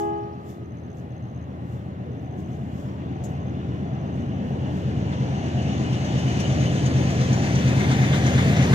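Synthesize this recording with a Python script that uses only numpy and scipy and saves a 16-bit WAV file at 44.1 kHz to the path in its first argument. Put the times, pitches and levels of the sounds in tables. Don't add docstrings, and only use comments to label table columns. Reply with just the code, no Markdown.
import sys
import numpy as np
from scipy import signal
from scipy.fft import rfft, irfft, next_fast_len
from scipy.io import wavfile
from scipy.ndimage import uniform_filter1d, map_coordinates

SR = 44100
rng = np.random.default_rng(int(sys.argv[2]) if len(sys.argv) > 2 else 0)


def unload_wav(signal):
    wavfile.write(
        sys.argv[1],
        SR,
        np.round(np.clip(np.atleast_2d(signal).T, -1, 1) * 32767).astype(np.int16),
    )


def gain_from_db(level_db):
    decades = np.asarray(level_db, float) / 20
    return 10 ** decades


N = 385434
TIME = np.arange(N) / SR

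# [t/s, nearness/dB, clear of the trees on the far bank 0-1]
APPROACH = [(0, -19.5, 0.43), (.7, -17.5, 0.12), (1.5, -14, .0), (2.3, -12.5, .0), (3.0, -11.5, 0.15),
            (3.7, -9.5, 0.14), (4.3, -8, 0.1), (4.8, -7, 0.33), (5.3, -7, 0.58), (5.9, -6, 0.76),
            (6.4, -4, 0.87), (6.9, -3.5, 0.83), (7.4, -3.5, 0.96), (8, -1.5, 0.9), (8.4, -1.5, 0.96),
            (8.74, 0, 0.87)]


def evened(x):
    return x / np.sqrt(np.mean(x ** 2) + 1e-20)


def read(points, hz):
    f, value = np.transpose(points)
    return np.interp(np.log(hz + 1), np.log(f + 1), value)


def curves(rows, t=TIME):
    s, *columns = np.transpose(rows)
    return [np.interp(t, s, c) for c in columns]


def waver(rate_hz):
    t = TIME[::256]
    rates = np.geomspace(rate_hz / 8, rate_hz, 12)
    slow = sum(np.sin(2 * np.pi * (f * t + rng.random())) for f in rates)
    return np.interp(TIME, t, evened(slow))


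def noise(spectrum, patchy_db, likeness=0.46, size=1024, loss_db=0 * TIME):
    # [f/Hz, likeness 0-1]
    port_likeness = [(60, .995), (200, .985), (500, .9), (1000, .66), (2200, .8), (4500, .7), (6500, .72),
                     (9000, .55), (14000, .45)]
    hop, hz = size // 4, np.fft.rfftfreq(size, 1 / SR)
    a, b, c, d, patches = rng.standard_normal((N // hop + 5, len(hz), 5)).T
    patches = uniform_filter1d(patches, size=5, axis=0)
    patches = evened(uniform_filter1d(patches, size=14, axis=1))
    same = np.clip(likeness * read(port_likeness, hz), 0, 1)[:, None]
    left = a + 1j * b
    right = same * left + np.sqrt(1 - same ** 2) * (c + 1j * d)
    z = np.array([left, right])
    frame_s = np.arange(z.shape[2]) * hop / SR
    air_db = np.outer((hz / 1e4) ** 2, np.interp(frame_s, TIME, loss_db))
    inside = (hz >= spectrum[0][0]) & (hz <= spectrum[-1][0])
    z *= gain_from_db(read(spectrum, hz)[:, None] + patchy_db * patches - air_db) * inside[:, None]
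    return evened(signal.istft(z, nperseg=size, noverlap=size - hop)[1][:, :N])


def bursts(events, rise_s):
    shape = np.zeros(N)
    for s, db, ring in events:
        t = np.maximum(TIME - s, 0)
        shape += gain_from_db(db - 60 * t / max(ring, .02)) * (1 - np.exp(-t / rise_s))
    return shape


def peaks(t, db, rise_db_per_s, fall_db_per_s):
    return gain_from_db(db + np.minimum(rise_db_per_s * t, -fall_db_per_s * t))


def level_db(nearest_db, db_per_db, hidden_db, span_db=0):
    span_s, span_ramp_s = 7.5, 0.29
    near_db, clear = curves(APPROACH)
    span = np.tanh((TIME - span_s) / span_ramp_s)
    return nearest_db + db_per_db * near_db - hidden_db * (1 - clear) + span_db * span


def cycles():
    # [t/s, cycle rate/Hz]
    engine_speed = [(0.0, 7.962), (1.2, 7.924), (2.4, 8.003), (2.7, 8.287), (3.0, 8.242), (3.3, 8.428),
                    (3.7, 8.532), (4.5, 8.57), (5.5, 8.578), (6.5, 8.571), (7.5, 8.557), (8.74, 8.526)]
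    return np.cumsum(curves(engine_speed)[0]) / SR


def capsule_hiss():
    # [f/Hz, level/dB per Hz]
    hiss_colour = [(2060, -25), (3500, -15), (3730, -9.5), (4020, 3.5), (4380, -11), (4840, -29),
                   (6290, -26), (6620, -17.5), (7130, -18.5), (8650, -13.5), (11000, -14.5), (12100, -12),
                   (15600, -19)]
    return gain_from_db(-76.5) * noise(hiss_colour, patchy_db=.5, likeness=.3)


def birds():
    # [t/s, length/s, start f/Hz, end f/Hz, level/dB]
    twitter = [(.122, .024, 5350, 5550, -69), (.148, .022, 4250, 5050, -66), (.172, .018, 7500, 4900, -66),
               (.202, .014, 4800, 5600, -66), (.214, .014, 6250, 6300, -71), (.228, .018, 6100, 4100, -64),
               (.25, .014, 5000, 6500, -69), (.29, .015, 4200, 4200, -71), (.32, .026, 4300, 6400, -65),
               (.345, .012, 6550, 6600, -73), (.447, .07, 7250, 7200, -63), (.79, .06, 5000, 5800, -79),
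               (2.75, .02, 5600, 6700, -64), (2.84, .025, 7000, 6700, -66), (2.858, .016, 5100, 5500, -65),
               (2.878, .026, 4700, 6000, -63), (2.912, .012, 6600, 4900, -67),
               (2.932, .016, 5100, 6300, -65), (2.948, .026, 6300, 4200, -67)]
    bird_db, echo_s, echo_db = -3.5, .04, -7
    out = np.zeros(N)
    for s, length, from_hz, to_hz, db in twitter:
        hz = np.linspace(from_hz, to_hz, round(length * SR))
        at = round(s * SR)
        whistle = np.sin(2 * np.pi * np.cumsum(hz) / SR)
        out[at:at + len(hz)] += gain_from_db(db + bird_db) * np.hanning(len(hz)) ** .5 * whistle
    leaves = rng.standard_normal((2, 4096)) * gain_from_db(-60 * TIME[:4096] / echo_s)
    blur = signal.oaconvolve(out[None], leaves / np.linalg.norm(leaves[0]), axes=1)[:, :N]
    return out * gain_from_db([[2.5], [-1.5]]) + gain_from_db(echo_db) * blur


def grass():
    # [f/Hz, level/dB per Hz]
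    brush_colour = [(2060, -19), (3500, -8.5), (3940, -22), (4930, -12.5), (6620, -11), (7780, -10.5),
                    (8030, -15), (9330, -20.5), (10500, -13.5), (12000, -13), (15700, -17.5)]
    # [peak t/s, level/dB, length/s, left minus right/dB, less 9.5 dB]
    swishes = [(.0, -60.5, 0.12, -1.5), (0.503, -64.5, 0.088, -5.5), (0.985, -74, 0.088, -3),
               (1.733, -72, 0.16, -3.5), (2.23, -84, .06, -15), (2.4, -70, 0.049, -3.5),
               (2.534, -76, 0.21, 0), (2.8, -69.5, 0.23, -1.5), (3.297, -70, .1, -3),
               (3.77, -82.5, 0.22, 2), (4.158, -77, .06, 3), (4.24, -79, .1, 1.5), (4.483, -79, 0.11, -7.5),
               (4.775, -71, 0.28, 1), (5.546, -86, 0.14, 3)]
    # [t/s, peak level/dB, ring/s]
    snaps = [
        (.0, -42.5, 0.048),
        (.96, -77, .12),
        (2.222, -74, .08),
        (2.395, -65, 0.082),
        (2.497, -74, .1),
        (3.2365, -38.5, 0.068),
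        (3.243, -50.5, 0.071),
        (3.256, -54.5, 0.092),
        (4.158, -70, 0.074),
        (4.22, -62.5, 0.074),
    ]
    # [f/Hz, level/dB per Hz]
    snap_colour = [(2350, -39), (4000, -15), (4830, -19.5), (6600, -0.5), (7500, -2), (9070, -25),
                   (10500, -10), (12000, -16.5), (13300, -16), (15690, -23)]
    stir_db, drop_db, rise_share = -89, 20.5, 0.95
    brush = gain_from_db(stir_db + 2.5 * waver(5.5) + np.array([[5.], [-5.]]))
    for s, db, length, pan_db in swishes:
        place = (TIME - s) / length / np.where(TIME < s, rise_share, 1)
        swell = gain_from_db(db + 6.0 - drop_db * abs(place) ** 1.1)
        brush = brush + swell * gain_from_db(np.outer([.5, -.5], pan_db + 9.5))
    swish = brush * noise(brush_colour, patchy_db=.7, likeness=.5, size=512)
    crack = noise(snap_colour, patchy_db=1.0, likeness=.7, size=256)
    return swish + bursts(snaps, rise_s=0.004) * crack * gain_from_db([[2.5], [-2.5]])


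def cricket():
    # [t/s, chirps, spacing/s, level/dB, settled f/Hz]
    phrases = [
        (0.6432, 6, 0.063, -57.5, 6300),
        (1.1049, 6, 0.059, -58.5, 6330),
        (2.1173, 7, .0632, -58.5, 6250),
        (3.1517, 6, .0608, -57.5, 6300),
        (3.935, 7, .063, -57, 6230),
    ]
    shy_db, shy_hz = 2.5, 110
    tiring_s = .00009
    out, t = np.zeros(N), np.arange(400) / SR
    luck = rng.standard_normal((len(phrases), 8, 4))
    for (start, chirps, gap, db, hz), chance in zip(phrases, luck):
        for k in range(round(chirps)):
            pip = np.hanning(len(t)) * np.sin(2 * np.pi * (hz - shy_hz * .5 ** k) * t)
            for stroke in range(2 + (k > 1)):
                pip_db = db - shy_db * .5 ** k + 1.2 * chance[k, stroke] - 4.0 * (stroke > 1 and k < 4)
                at = round((start + k * gap + tiring_s * k ** 3 - .002 + .0138 * stroke) * SR)
                out[at:at + len(t)] += gain_from_db(pip_db) * pip
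    return out * gain_from_db([[0], [-9]])


def horn():
    # [f/Hz, level/dB, left minus right/dB]
    partials = [(335.6, -34.5, 0.5), (412.4, -35, -8.5), (672, -49, 11), (831, -31, 1.5), (1053, -59.5, 8),
                (1173, -51.5, -5), (1247, -45, -4), (1660, -61, -14), (1990, -72, -12), (2070, -74, 3.5),
                (2460, -72, -2), (2670, -73, -4), (2970, -73, -2), (3000, -67, 1)]
    # [held level/dB, fall/dB per s, echo level/dB, echo fall/dB per s]
    tails = [
        (-2, 84, -14, 7),
        (0, 80, -24, 24),
        (-5, 60, -10, 15),
    ]
    shut_s, shut_soft_s, end_s = .13, .04, 1.2
    t = TIME[TIME < end_s]
    shut = shut_soft_s * np.logaddexp(0, (t - shut_s) / shut_soft_s)
    out = np.zeros((2, N))
    for hz, db, pan_db in partials:
        held_db, fall, echo_db, echo_fall = tails[(hz > 500) + (1100 < hz < 1300)]
        echo = gain_from_db(echo_db - echo_fall * t) * np.minimum(1, 4 * (end_s - t))
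        for port, side in zip(out, (.5, -.5)):
            direct = gain_from_db(held_db - fall * shut + side * pan_db)
            flutter = (.7 + .33 * (waver(16) + 1j * waver(14)))[:len(t)]
            paths = direct + echo * flutter
            port[:len(t)] += (gain_from_db(db + 7.0) * paths * np.exp(2j * np.pi * hz * t)).real
    return out


def clanks():
    # [t/s, level/dB, f/Hz]
    clank_notes = [(7.439, -27, 2000), (7.4919, -27, 1810), (7.7662, -34.5, 2080), (7.7982, -25.5, 2145),
                   (7.8394, -27, 2110), (7.9044, -24, 1300), (7.9977, -27.5, 1710), (8.0294, -23, 1960),
                   (8.1214, -36.5, 2030), (8.1494, -29, 1156), (8.2701, -30, 2120), (8.3818, -23, 1890),
                   (8.5894, -27.5, 2050), (8.6194, -26.5, 1954), (8.7096, -28, 1910), (8.7294, -19, 1620)]
    clank_db, rise_s, ring_s, grit_s = -8, .004, .11, .003
    out, t = np.zeros(N + SR), TIME[:SR // 5]
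    for (s, db, hz), grit in zip(clank_notes, rng.standard_normal((len(clank_notes), 2, len(t)))):
        a, b = evened(uniform_filter1d(grit, max(round(grit_s * SR), 1), axis=1))
        shape = gain_from_db(db + clank_db - 60 * t / ring_s) * (1 - np.exp(-t / rise_s))
        out[round(s * SR):][:len(t)] += shape * ((1 + a + 1j * b) * np.exp(2j * np.pi * hz * t)).real
    return out[:N]


def clacks():
    # [t/s, thud level/dB, tick level/dB]
    clack_beats = [(5.122, -41, -53), (5.62, -59, -47), (5.788, -54, -54), (5.927, -47, -38), (6.045, -52, -40),
                   (6.185, -60, -37), (6.396, -56, -29), (6.597, -38, -36), (6.855, -41, -31), (6.975, -49, -45),
                   (7.1, -40, -36), (7.205, -34, -35), (7.325, -50, -32), (7.445, -40, -65), (7.551, -67, -32.5),
                   (7.676, -38, -34), (7.8, -35, -43), (7.911, -26.5, -30), (8.03, -30, -46), (8.125, -24, -54),
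                   (8.145, -47, -35), (8.261, -28.5, -29), (8.376, -23.5, -38), (8.56, -28, -31),
                   (8.618, -34.5, -33), (8.726, -21.5, -41)]
    # [f/Hz, level/dB per Hz]
    thud_colour = [(700, -33), (1100, 1.5), (1900, 0), (2200, -9), (2600, -22), (3500, 0), (4500, -16),
                   (6000, -35)]
    # [f/Hz, level/dB per Hz]
    tick_colour = [(2500, -27), (3500, -3), (5000, -7.5), (5800, 2), (6750, 0), (7100, -8), (9500, -16.5),
                   (15000, -40)]
    thud_ring_s, tick_ring_s = 0.18, 0.082
    thuds = bursts([(s, db, thud_ring_s) for s, db, _ in clack_beats], rise_s=.008)
    ticks = bursts([(s, db, tick_ring_s) for s, _, db in clack_beats], rise_s=.005)
    return (thuds * noise(thud_colour, patchy_db=1.5, likeness=0.65, size=256)
            + ticks * noise(tick_colour, patchy_db=2.8, likeness=0.97, size=256))


def squeal():
    # [t/s, f/Hz]
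    wheel_mode = [(3, 2860), (5.0, 2892), (5.7, 2900), (6.2, 2940), (6.5, 2970), (7.0, 2982), (8.74, 3070)]
    # [peak t/s, level/dB, swell/dB per s, fade/dB per s]
    swells = [
        (6.4, -45.5, 7.5, 13.5),
        (18, -43.5, 18, 2),
        (3.6, -68.5, 2, 2),
    ]
    # [t/s, level/dB]
    grips = [(5.6, -39), (5.69, -41), (5.845, -39), (5.93, -40), (6.045, -48), (6.19, -61), (6.28, -39),
             (6.4, -60), (6.445, -37), (6.5, -45), (6.58, -48), (6.66, -35), (6.775, -39), (6.86, -46),
             (6.922, -56)]
    width_hz, grip_ring_s = 280, .1
    scrape = sum(peaks(TIME - s, db, rise, fall) for s, db, rise, fall in swells) * gain_from_db(1.7 * waver(25))
    scrape = scrape + bursts([(s, db, grip_ring_s) for s, db in grips], rise_s=0.0036)
    a, b, c, d = rng.standard_normal((N, 4)).T
    left = a + 1j * b
    rub = np.array([left, 0.49 * left + 1.0 * (c + 1j * d)])
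    r = np.exp(-np.pi * width_hz / SR)
    rub = signal.lfilter([1], [1, -2 * r, r ** 2], rub)
    mode = np.exp(2j * np.pi * np.cumsum(curves(wheel_mode)[0]) / SR)
    return scrape * evened((rub * mode).real)


def rolling():
    # [f/Hz, level/dB per Hz]
    rumble_colour = [(15, -62), (25, -30), (56, -14), (108, -2), (209, -2), (420, -11.5), (550, -20.5),
                     (920, -120)]
    # [f/Hz, level/dB per Hz]
    drone_colour = [(180, -5), (300, -2.5), (430, -9.5), (688, -8.5), (772, -7), (914, -14.5),
                    (1200, -19.5), (1560, -28), (2640, -120)]
    # [f/Hz, level/dB per Hz]
    roar_colour = [(600, -33.5), (900, -30), (1250, 3.5), (1700, 11), (1950, 8.5), (2150, -1), (2350, -2),
                   (2600, -7), (3300, -41)]
    # [f/Hz, level/dB per Hz]
    ring_colour = [(1800, -33.5), (2350, 2), (2700, -1), (3000, -3), (3300, -2), (3700, -6), (4600, -14),
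                   (6000, -31)]
    # [f/Hz, level/dB per Hz]
    hiss_colour = [(2350, -31), (4000, 0), (5440, -1), (6060, 3.5), (6800, 0.5), (7100, -2.5),
                   (9380, -13.5), (12100, -19), (14500, -31), (15700, -41.5)]
    chuff = np.cos(2 * np.pi * (cycles() - .1)) * (1 + .5 * waver(4))
    rumble = gain_from_db(level_db(-25, 1.01, 0.1)) * noise(rumble_colour, patchy_db=0.0, likeness=0.97, size=4096)
    drone = gain_from_db(level_db(-26.5, 0.82, 4.2)) * noise(drone_colour, patchy_db=2.0, likeness=0.97, size=2048)
    roar_db = level_db(-37.5, 0.73, 10.6, span_db=2.0) + 0.67 * chuff
    roar = gain_from_db(roar_db) * noise(roar_colour, patchy_db=0.7, likeness=0.59)
    ring_db = level_db(-35, 1, 13.6, span_db=1.0) + 0.4 * chuff
    ring = gain_from_db(ring_db) * noise(ring_colour, patchy_db=1.5, likeness=0.81)
    hiss_db = level_db(-40.5, 0.69, 22.7, span_db=-1.0) + 0.73 * chuff
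    loss_db = level_db(-1.6, -1.17, 3.1, span_db=-1.5)
    hiss = gain_from_db(hiss_db) * noise(hiss_colour, patchy_db=2.1, likeness=0.64, loss_db=loss_db)
    return rumble + drone + roar + ring + hiss


def shaft(speed, start_turns, shaft_db):
    turns = start_turns + np.cumsum(curves(speed)[0]) / SR
    return np.sqrt(2) * gain_from_db(shaft_db + 1.1 * waver(3.7)) * np.sin(2 * np.pi * turns)


def fan():
    # [t/s, f/Hz]
    fan_speed = [(0, 81.87), (3, 81.67), (6.8, 81.44), (7.3, 81.25), (8.74, 81.16)]
    return shaft(fan_speed, .57, level_db(-29, 1, 0.1))


def blower():
    # [t/s, f/Hz]
    blower_speed = [(0.0, 116.73), (1.0, 117.16), (2.2, 117.06), (3.0, 121.7), (3.6, 123.41), (4.2, 125.36),
                    (5.2, 125.59), (7.0, 125.69), (8.74, 125.01)]
    return shaft(blower_speed, .48, level_db(-26, 1, 3))


def exhaust():
    # [crank angle/deg, level/dB]
    cylinders = [(14.9, -5.7), (71.4, -7.2), (134.4, -15.7), (147.7, -11.0), (226.3, -5.8), (246.8, -10.0),
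                 (321.0, -19.0), (355.5, -13.0), (380.5, -18.1), (431.1, -9.8), (507.0, -9.9),
                 (548.9, -7.5), (563.9, -3.2), (642.0, 0.0), (659.5, -1.8), (699.5, -15.9)]
    stack_modes = [
        (13, 14.92, 1),
        (26.56, 4, -.6),
    ]
    # [cycle order, far level/dB, near level/dB]
    mirror = [(11, 0, -3), (12, -1, 0), (14, -3, 1), (15, -4, 2), (16, -4, 1), (17, -2, -4), (18, -3, 6),
              (20, -1, -3), (21, 1, 4), (23, -3, -7), (24, -1, 2), (25, 0, -3), (28, -4, -2), (31, 2, -4),
              (36, -2, 0)]
    stack_lag = .88
    mirror_from_db, mirror_over_db = -8.5, 5.5
    lead, lead_lost_per_s = .0055, .0004
    order = np.arange(11, 37)
    angle, db = np.transpose(cylinders)
    puffs = np.exp(-2j * np.pi * np.outer(order, angle / 720)) @ gain_from_db(db)
    ring = 0
    for mode, width, share in stack_modes:
        damping = 1j * order * width
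        ring = ring + share * (damping / (mode ** 2 - order ** 2 + damping)) ** 2
    line = puffs * ring * np.exp(1j * stack_lag)
    line /= np.linalg.norm(line) / np.sqrt(2)
    near = np.clip((curves(APPROACH)[0] - mirror_from_db) / mirror_over_db, 0, 1)
    turn = cycles() + lead - lead_lost_per_s * TIME
    out = 0
    for k, z, far_db, near_db in zip(order, line, *curves(mirror, order)):
        air_db = .06 * k * waver(2.5)
        gain = abs(z) * gain_from_db(far_db + (near_db - far_db) * near + air_db)
        out = out + gain * np.cos(2 * np.pi * k * turn + np.angle(z))
    return gain_from_db(level_db(-18.8, 1, 0.1)) * out


def scene():
    # [t/s, lag/samples]
    left_lag = [(0, 16), (3.5, 15.3), (5.5, 13.8), (7, 12.5), (8, 10.6), (8.74, 9.3)]
    train = exhaust() + fan() + blower() + rolling() + squeal() + clacks() + horn() + clanks()
    late = np.arange(N) - curves(left_lag)[0]
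    train[0] = map_coordinates(train[0], [late], order=3, mode="mirror")
    return train + cricket() + birds() + grass()


def top_cut(x):
    return signal.sosfilt(signal.butter(12, 15710, fs=SR, output="sos"), x)


def record(dry):
    # [f/Hz, left minus right/dB]
    port_balance = [(60, 2.5), (150, 0.5), (290, 2.5), (640, -4.5), (1410, -2), (3100, 2.5), (6820, 5),
                    (15000, -8)]
    # [f/Hz, width/Hz, level/dB]
    left_port = [
        (830, 490, 2),
        (1300, 240, -0.5),
        (2117, 230, 10),
        (3100, 260, 1),
        (3525, 85, 4),
        (5270, 270, -0.5),
        (6630, 210, 4.5),
        (11030, 1930, -16),
        (11200, 600, -3),
        (13200, 2400, -8.5),
    ]
    # [f/Hz, width/Hz, level/dB]
    right_port = [
        (798, 158, -8),
        (1887, 236, 5),
        (2134, 420, -4.5),
        (3430, 590, -4),
        (6100, 1200, 1),
        (7500, 1160, -11),
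        (10050, 520, 5),
        (11200, 460, 0),
        (12060, 920, 6),
    ]
    # [f/Hz, turn/rad]
    port_turn = [(200, 0.018), (400, -0.41), (690, 0.54), (950, -0.61), (1380, -0.47), (2150, 0.59),
                 (3010, -0.36), (3360, 0.44), (3880, -0.77), (5510, 0.15), (6290, -0.49), (8000, 0.51)]
    size = next_fast_len(N + 2048)
    hz = np.fft.rfftfreq(size, 1 / SR)
    cavity_db = [sum(db * np.exp(-((hz - f) / (w / 2)) ** 2 / 2) for f, w, db in port)
                 for port in (left_port, right_port)]
    colour = gain_from_db(np.outer([.5, -.5], read(port_balance, hz)) + cavity_db)
    colour = colour * np.exp(1j * np.outer([.5, -.5], read(port_turn, hz)))
    heard = irfft(rfft(dry, size) * colour, size)[:, :N]
    return top_cut(heard + capsule_hiss())


dry = scene()
out = record(dry)
unload_wav(out)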